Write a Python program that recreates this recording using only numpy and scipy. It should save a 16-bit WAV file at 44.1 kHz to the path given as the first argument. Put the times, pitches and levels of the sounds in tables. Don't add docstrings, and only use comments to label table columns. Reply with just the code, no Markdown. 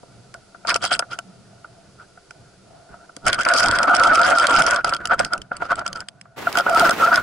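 import sys
import numpy as np
from scipy import signal
from scipy.fft import rfft, irfft, next_fast_len
from scipy.io import wavfile
from scipy.ndimage import uniform_filter1d, minimum_filter1d, map_coordinates

SR = 44100
rng = np.random.default_rng(int(sys.argv[2]) if len(sys.argv) > 2 else 0)


def digitize_waveform(pressure):
    field = np.atleast_2d(pressure).T
    bounded = np.clip(field, -1, 1)
    quanta = np.round(bounded * 32767).astype(np.int16)
    wavfile.write(sys.argv[1], SR, quanta)


N = 318402


def from_db(db):
    return 10 ** (np.asarray(db) / 20)


def rms_one(x):
    return x / np.sqrt(np.mean(x ** 2) + 1e-20)


def in_time(rows):
    return np.interp(np.arange(N) / SR, *np.transpose(rows))


def at_hz(points, hz):
    points = np.array(points)
    return np.interp(np.log(hz), np.log(points[:, 0]), points[:, 1])


def drift(rate_hz):
    step = 40
    settle = 2000
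    r = np.exp(-2 * np.pi * rate_hz * step / SR)
    noise = rng.standard_normal(N // step + settle + 2)
    slow = signal.lfilter([1], [1, -2 * r, r * r], noise)[settle:]
    return np.interp(np.arange(N) / step, np.arange(len(slow)), rms_one(slow))


def butter(x, order, hz, kind="low"):
    return signal.sosfilt(signal.butter(order, hz, kind, fs=SR, output="sos"), x)


def low_pass(x, hz):
    return signal.sosfilt(signal.ellip(10, .2, 80, hz, fs=SR, output="sos"), x)


def resonate(x, hz, width_hz):
    r = np.exp(-np.pi * width_hz / SR)
    numerator = np.array([1, 0, -1]) * (1 - r * r) / 2
    denominator = [1, -2 * r * np.cos(2 * np.pi * hz / SR), r * r]
    return signal.lfilter(numerator, denominator, x + 1e-18)


# f/Hz, likeness/0-1
STEREO_LIKENESS = [(90, 1), (400, 0.47), (700, 0.48), (1350, 0.95), (2200, 0.29), (4800, 0.23),
                   (10000, 0.38), (12000, 1)]


def spread(pair, hz):
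    alike = np.clip(at_hz(STEREO_LIKENESS, hz), 0, .99)
    middle = np.sqrt(1 + alike) * pair[0]
    side = np.sqrt(1 - alike) * pair[1]
    return middle + side * np.array([[1], [-1]])


def coloured_noise(spectrum):
    size = next_fast_len(N)
    hz = np.maximum(np.fft.rfftfreq(size, 1 / SR), 1)
    white = rfft(rng.standard_normal((2, size)))
    shaped = spread(white, hz) * from_db(at_hz(spectrum, hz))
    return rms_one(irfft(shaped, size)[:, :N])


def body(force, modes):
    out = 0
    for k, (hz, width_hz, db) in enumerate(modes):
        out = out + (-1) ** k * from_db(db) * resonate(spread(force, hz), hz, width_hz)
    return out


def blows(events, modes, lead_s, soft_hz, contact_s, skid_db, skid_s, vary_db, detune):
    out = np.zeros((2, N + SR))
    t = np.arange(SR // 10) / SR
    contact = np.exp(-(t / contact_s - 2) ** 2)
    skid = from_db(skid_db) * np.exp(-t / skid_s) * (t > 2 * contact_s)
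    for s, db in events:
        chance = np.clip(rng.standard_normal((len(modes), 2)), -2, 2)
        struck = [(hz * (1 + detune * a), width_hz, level_db + vary_db * b)
                  for (hz, width_hz, level_db), (a, b) in zip(modes, chance)]
        force = (contact + skid) * rng.standard_normal((2, len(t)))
        ring = body(butter(force, 2, soft_hz), struck)
        loudest = np.sqrt(uniform_filter1d(np.mean(ring ** 2, axis=0), size=150).max())
        start = max(round((s - lead_s) * SR), 0)
        out[:, start:start + len(t)] += from_db(db) * ring / loudest
    return out[:, :N]


def stick_slip(modes, per_s, size_db, judder_db, judder_hz, colour_db, colour_hz):
    judder = judder_db * np.tanh(drift(judder_hz))
    sizes = from_db(size_db * np.minimum(rng.exponential(1, N), 4) + judder)
    slips = (rng.random(N) < per_s / SR) * sizes * rng.standard_normal((2, N))
    shifting = [(hz, width_hz, db + colour_db * np.tanh(drift(colour_hz))) for hz, width_hz, db in modes]
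    return rms_one(body(slips, shifting))


# f/Hz, density/dB per Hz
FLOOR_SPECTRUM = [(25, -13), (70, -6.5), (130, -26.5), (400, -6), (1100, -24), (3900, -22.5), (4800, -18),
                  (5600, -22), (11000, -28)]
# t/s, level/dB
FLOOR_LEVEL = [(0, -54), (3.6, -55), (7.22, -70)]
# f/Hz, width/Hz, level/dB
HUM_BANDS = [(125.6, 27, -60), (190.6, 15, -64), (680, 44, -59)]
# t/s, level/dB
HUM_SWELL_LEVEL = [(0, 1), (1.45, 7.5), (2.15, -2.5), (2.45, 3), (2.8, 3.5), (3.1, 3)]


def background(waver_db=4.5, waver_hz=3.0):
    hum = 0
    for hz, width_hz, db in HUM_BANDS:
        band = rms_one(resonate(spread(rng.standard_normal((2, N)), hz), hz, width_hz))
        hum = hum + from_db(db + waver_db * drift(waver_hz)) * band
    floor = from_db(in_time(FLOOR_LEVEL)) * coloured_noise(FLOOR_SPECTRUM)
    return floor + from_db(in_time(HUM_SWELL_LEVEL)) * hum


# t/s, level/dB
THUD_EVENTS = [(0.028, -39.5), (3.165, -35.5), (5.51, -25.5), (6.903, -33)]
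# f/Hz, width/Hz, level/dB
HOUSING_MODES = [(300, 104, -18.5), (538, 82, -10), (697.8, 50, -2), (954.5, 71, -10), (1181, 105, -6.5),
                 (1352.6, 70.7, 4), (1468, 78.3, 3), (2190, 1530, -26), (3164, 83, -24), (4550, 110, -34)]


def thuds():
    return blows(THUD_EVENTS, HOUSING_MODES, lead_s=0.00286, soft_hz=200, contact_s=0.0033,
                 skid_db=-6, skid_s=0.0068, vary_db=1, detune=.01)


# t/s, level/dB
TICK_EVENTS = [(0.34, -37.5), (0.6707, -27), (0.6939, -18.5), (0.7421, -19), (0.7502, -30.5), (0.7604, -14),
               (0.8394, -24), (0.8503, -22), (0.9916, -9.5), (1.1873, -28), (2.307, -41.5), (3.1643, -35),
               (3.2646, -21.5), (3.2803, -12), (3.3291, -16), (3.3436, -26), (3.4318, -32), (3.4497, -21),
               (3.486, -15.5), (3.5363, -13.5), (3.6593, -20), (3.6834, -17), (3.7107, -17), (3.786, -14),
               (3.8299, -20.5), (3.949, -11), (3.965, -11.5), (3.996, -23.5), (4.0354, -13),
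               (4.1542, -18.5), (4.2141, -21), (4.3035, -26), (4.3835, -19), (4.3967, -18), (4.4678, -12),
               (4.5064, -26.5), (4.5621, -12), (4.6199, -10.5), (4.6637, -17), (4.7082, -20.5),
               (4.7596, -23.5), (4.8448, -20.5), (4.8926, -25.5), (4.9355, -23), (4.9455, -28.5),
               (4.9644, -31), (5.0541, -23), (5.0714, -29.5), (5.1918, -20), (5.2468, -22.5),
               (5.333, -22.5), (5.3772, -39), (5.416, -34.5), (5.566, -35), (5.7154, -36), (5.755, -35),
               (5.7917, -32.5), (5.8628, -27), (5.8768, -27.5), (5.9282, -30), (6.0034, -30.5),
               (6.0847, -30.5), (6.2114, -39), (6.526, -30), (6.553, -32), (6.5711, -19.5), (6.5848, -21.5),
               (6.695, -29), (6.7462, -27), (6.7951, -14.5), (6.8934, -5.5), (6.9078, -10), (7.1574, -9.5)]
# f/Hz, width/Hz, level/dB
SHELL_MODES = [(1340, 640, 2.5), (2370, 670, 5.5), (3195, 207, 9.5), (4880, 440, 12), (5880, 6800, -1.5),
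               (8190, 540, 6.5), (10330, 1030, -8), (12800, 5500, -17.5)]


def ticks(trim_db=3.0):
    return from_db(trim_db) * blows(TICK_EVENTS, SHELL_MODES, lead_s=.0005, soft_hz=12200, contact_s=0.00094,
                                    skid_db=-2, skid_s=.0035, vary_db=2.5, detune=0.042)


# t/s, level/dB
KNOCK_EVENTS = [(0.3439, -32.5), (0.5455, -34.5), (0.6487, -23.5), (0.756, -13.5), (0.914, -11),
                (0.9932, -10.5), (1.0225, -20.5), (1.1864, -24.5), (1.644, -31), (2.1736, -38.5),
                (2.3061, -35), (2.9403, -35.5), (3.0919, -36.5), (3.2645, -11), (3.3856, -17.5),
                (3.4655, 0.5), (4.8444, -11.5), (4.9226, -14.5), (5.052, -19.5), (5.1299, -15),
                (5.1977, -10), (5.5157, -17.5), (5.6199, -15.5), (5.7177, -9.5), (5.8604, -18.5),
                (6.2537, -42.5), (6.4692, -10), (6.553, -13.5), (6.5733, -9), (6.598, -10), (6.6635, -10.5),
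                (6.8929, 5.5), (6.911, -4.5)]


def knocks(trim_db=-0.5):
    return from_db(trim_db) * blows(KNOCK_EVENTS, HOUSING_MODES, lead_s=0.003508, soft_hz=2210, contact_s=.0017,
                                    skid_db=9.5, skid_s=0.0061, vary_db=1.5, detune=0.0088)


# start t/s, length/s, level/dB, grit level/dB
DRAG_EVENTS = [(0.682, 0.027, -17, -29.5), (0.719, 0.041, -20.5, -32), (0.835, 0.027, -17, -32.5),
               (0.911, 0.042, -22, -34), (1.117, 0.027, -27, -49.5), (1.998, 0.036, -41.5, -70),
               (2.897, 0.16, -48.5, -85), (3.276, 0.014, -9, -30), (3.333, 0.018, -15.5, -28),
               (3.396, 0.016, -13, -32), (3.467, 0.39, -12.5, -39), (3.545, 0.086, -16, -21.5),
               (3.882, 0.57, -9, -36.5), (4.488, 0.26, -11, -37.5), (4.571, 0.036, -13, -27.5),
               (4.761, 0.031, -15, -38.5), (4.857, 0.1, -21, -49), (4.99, 0.12, -32.5, -88),
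               (5.113, 0.024, -12, -33), (5.199, 0.016, -18, -30.5), (5.226, 0.043, -27, -48.5),
               (5.336, 0.0052, -14, -39.5), (5.529, 0.05, -32.5, -64), (5.613, 0.056, -28, -61),
               (5.713, 0.015, -12.5, -37.5), (5.779, 0.037, -22, -64), (5.85, 0.086, -34.5, -55),
               (5.959, 0.057, -30, -51.5), (6.578, 0.027, -15, -37), (6.678, 0.1, -17, -57),
               (6.769, 0.047, -7.5, -42), (6.857, 0.015, -5.5, -41), (7.013, 0.071, -9.5, -29),
               (7.124, 0.062, -10, -45)]
SLACK_DB = -60.5
SAG_DB = 4.5
SWAY_DB, SWAY_FALL_DB_PER_S = -16, 175


def dragging(grip_db_per_s=900, release_db_per_s=600, grit_grip_db_per_s=1300, grit_release_db_per_s=900):
    t = np.arange(N) / SR
    pull_db, grit_db = SLACK_DB, -np.inf
    for start, length, level, grit in DRAG_EVENTS:
        before = np.maximum(start - t, 0)
        after = np.maximum(t - start - length, 0)
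        sag = SAG_DB * np.clip((t - start) / length, 0, 1)
        release = np.maximum(-release_db_per_s * after, SWAY_DB - SWAY_FALL_DB_PER_S * after)
        pull_db = np.maximum(pull_db, level - grip_db_per_s * before - sag + release)
        grit_db = np.maximum(grit_db, grit - grit_grip_db_per_s * before - sag - grit_release_db_per_s * after)
    return pull_db, grit_db


def rubbing(pull_db, trim_db=-1.0, wander=0.01978, evenness=.22):
    ring = stick_slip(HOUSING_MODES, per_s=3100, size_db=0.5, judder_db=5, judder_hz=25.0,
                      colour_db=4.5, colour_hz=14.3)
    power = uniform_filter1d(np.mean(ring ** 2, axis=0), size=400)
    ring = rms_one(ring / power ** evenness)
    bend = wander * butter(drift(11.4), 1, 2, "high")
    reading = np.arange(N) + np.cumsum(bend)
    bent = np.array([map_coordinates(side, [reading], order=3, mode="mirror") for side in ring])
    return from_db(pull_db + trim_db) * bent


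def scraping(grit_db, trim_db=12.0, dull_hz=5500):
    grains = stick_slip(SHELL_MODES, per_s=1800, size_db=0.0, judder_db=13.0, judder_hz=15,
                        colour_db=7.5, colour_hz=38)
    return from_db(grit_db + trim_db) * butter(grains, 1, dull_hz)


def moving(pull_db, onset_db=-46):
    return 1 / (1 + from_db(onset_db - pull_db) ** 2)


def buffeting(pull_db, trim_db=-38.0, growth=0.24, corner_hz=312):
    lumps = butter(spread(rng.standard_normal((2, N)), corner_hz / 2), 2, corner_hz)
    level_db = trim_db + growth * pull_db + 5.5 * drift(6.7)
    return from_db(level_db) * moving(pull_db) * rms_one(lumps) * from_db([[-2.5], [2]])


# t of top/s, level/dB
GULP_EVENTS = [(3.52, -15.5), (3.645, -17), (6.595, -22.5), (6.715, -13.5), (6.745, -15.5), (6.834, -9),
               (7.09, -17)]


def gulps(hz=686, glide=0.038, swell_s=0.011):
    out = np.zeros(N)
    t = np.arange(N) / SR
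    for (s, db), bend in zip(GULP_EVENTS, rng.standard_normal(len(GULP_EVENTS))):
        age = (t - s) / swell_s
        tone = np.sin(2 * np.pi * hz * (t - s) * (1 + glide * bend * age))
        out += from_db(db) * np.exp(-age * age) * tone
    return out


# f/Hz, density/dB per Hz
WASH_SPECTRUM = [(30, -23.5), (200, -5), (1200, -6), (2500, -12.5), (10000, -30.5), (13000, -30.5)]
# t/s, level/dB
WASH_LEVEL = [(6.42, -31), (6.76, -33), (6.81, -23), (6.94, -27), (6.99, -26), (7.2, -35)]


def sea_wash():
    return from_db(in_time(WASH_LEVEL) + 2 * drift(22.0)) * coloured_noise(WASH_SPECTRUM)


def scene(open_s=6.37, early_cut_hz=11000):
    pull_db, grit_db = dragging()
    handling = thuds() + ticks() + knocks() + rubbing(pull_db) + scraping(grit_db)
    near = background() + handling + buffeting(pull_db) + gulps()
    opening = in_time([(open_s - .01, 0), (open_s + .01, 1)])
    dull_part = low_pass(near, early_cut_hz)
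    open_part = near + sea_wash()
    return ((1 - opening) * dull_part + opening * open_part) * from_db([[-.3], [.3]])


def record(dry, ceiling_db=-4.5, release_db_per_s=500, cutoff_hz=15700):
    over_db = np.maximum(20 * np.log10(np.abs(dry).max(axis=0) + 1e-9) - ceiling_db, 0)
    fall_db = release_db_per_s * np.arange(N) / SR
    gain_db = fall_db - np.maximum.accumulate(over_db + fall_db)
    gain_db = uniform_filter1d(minimum_filter1d(gain_db, size=41), size=41)
    return low_pass(dry * from_db(gain_db), cutoff_hz)


dry = scene()
out = record(dry)
digitize_waveform(out)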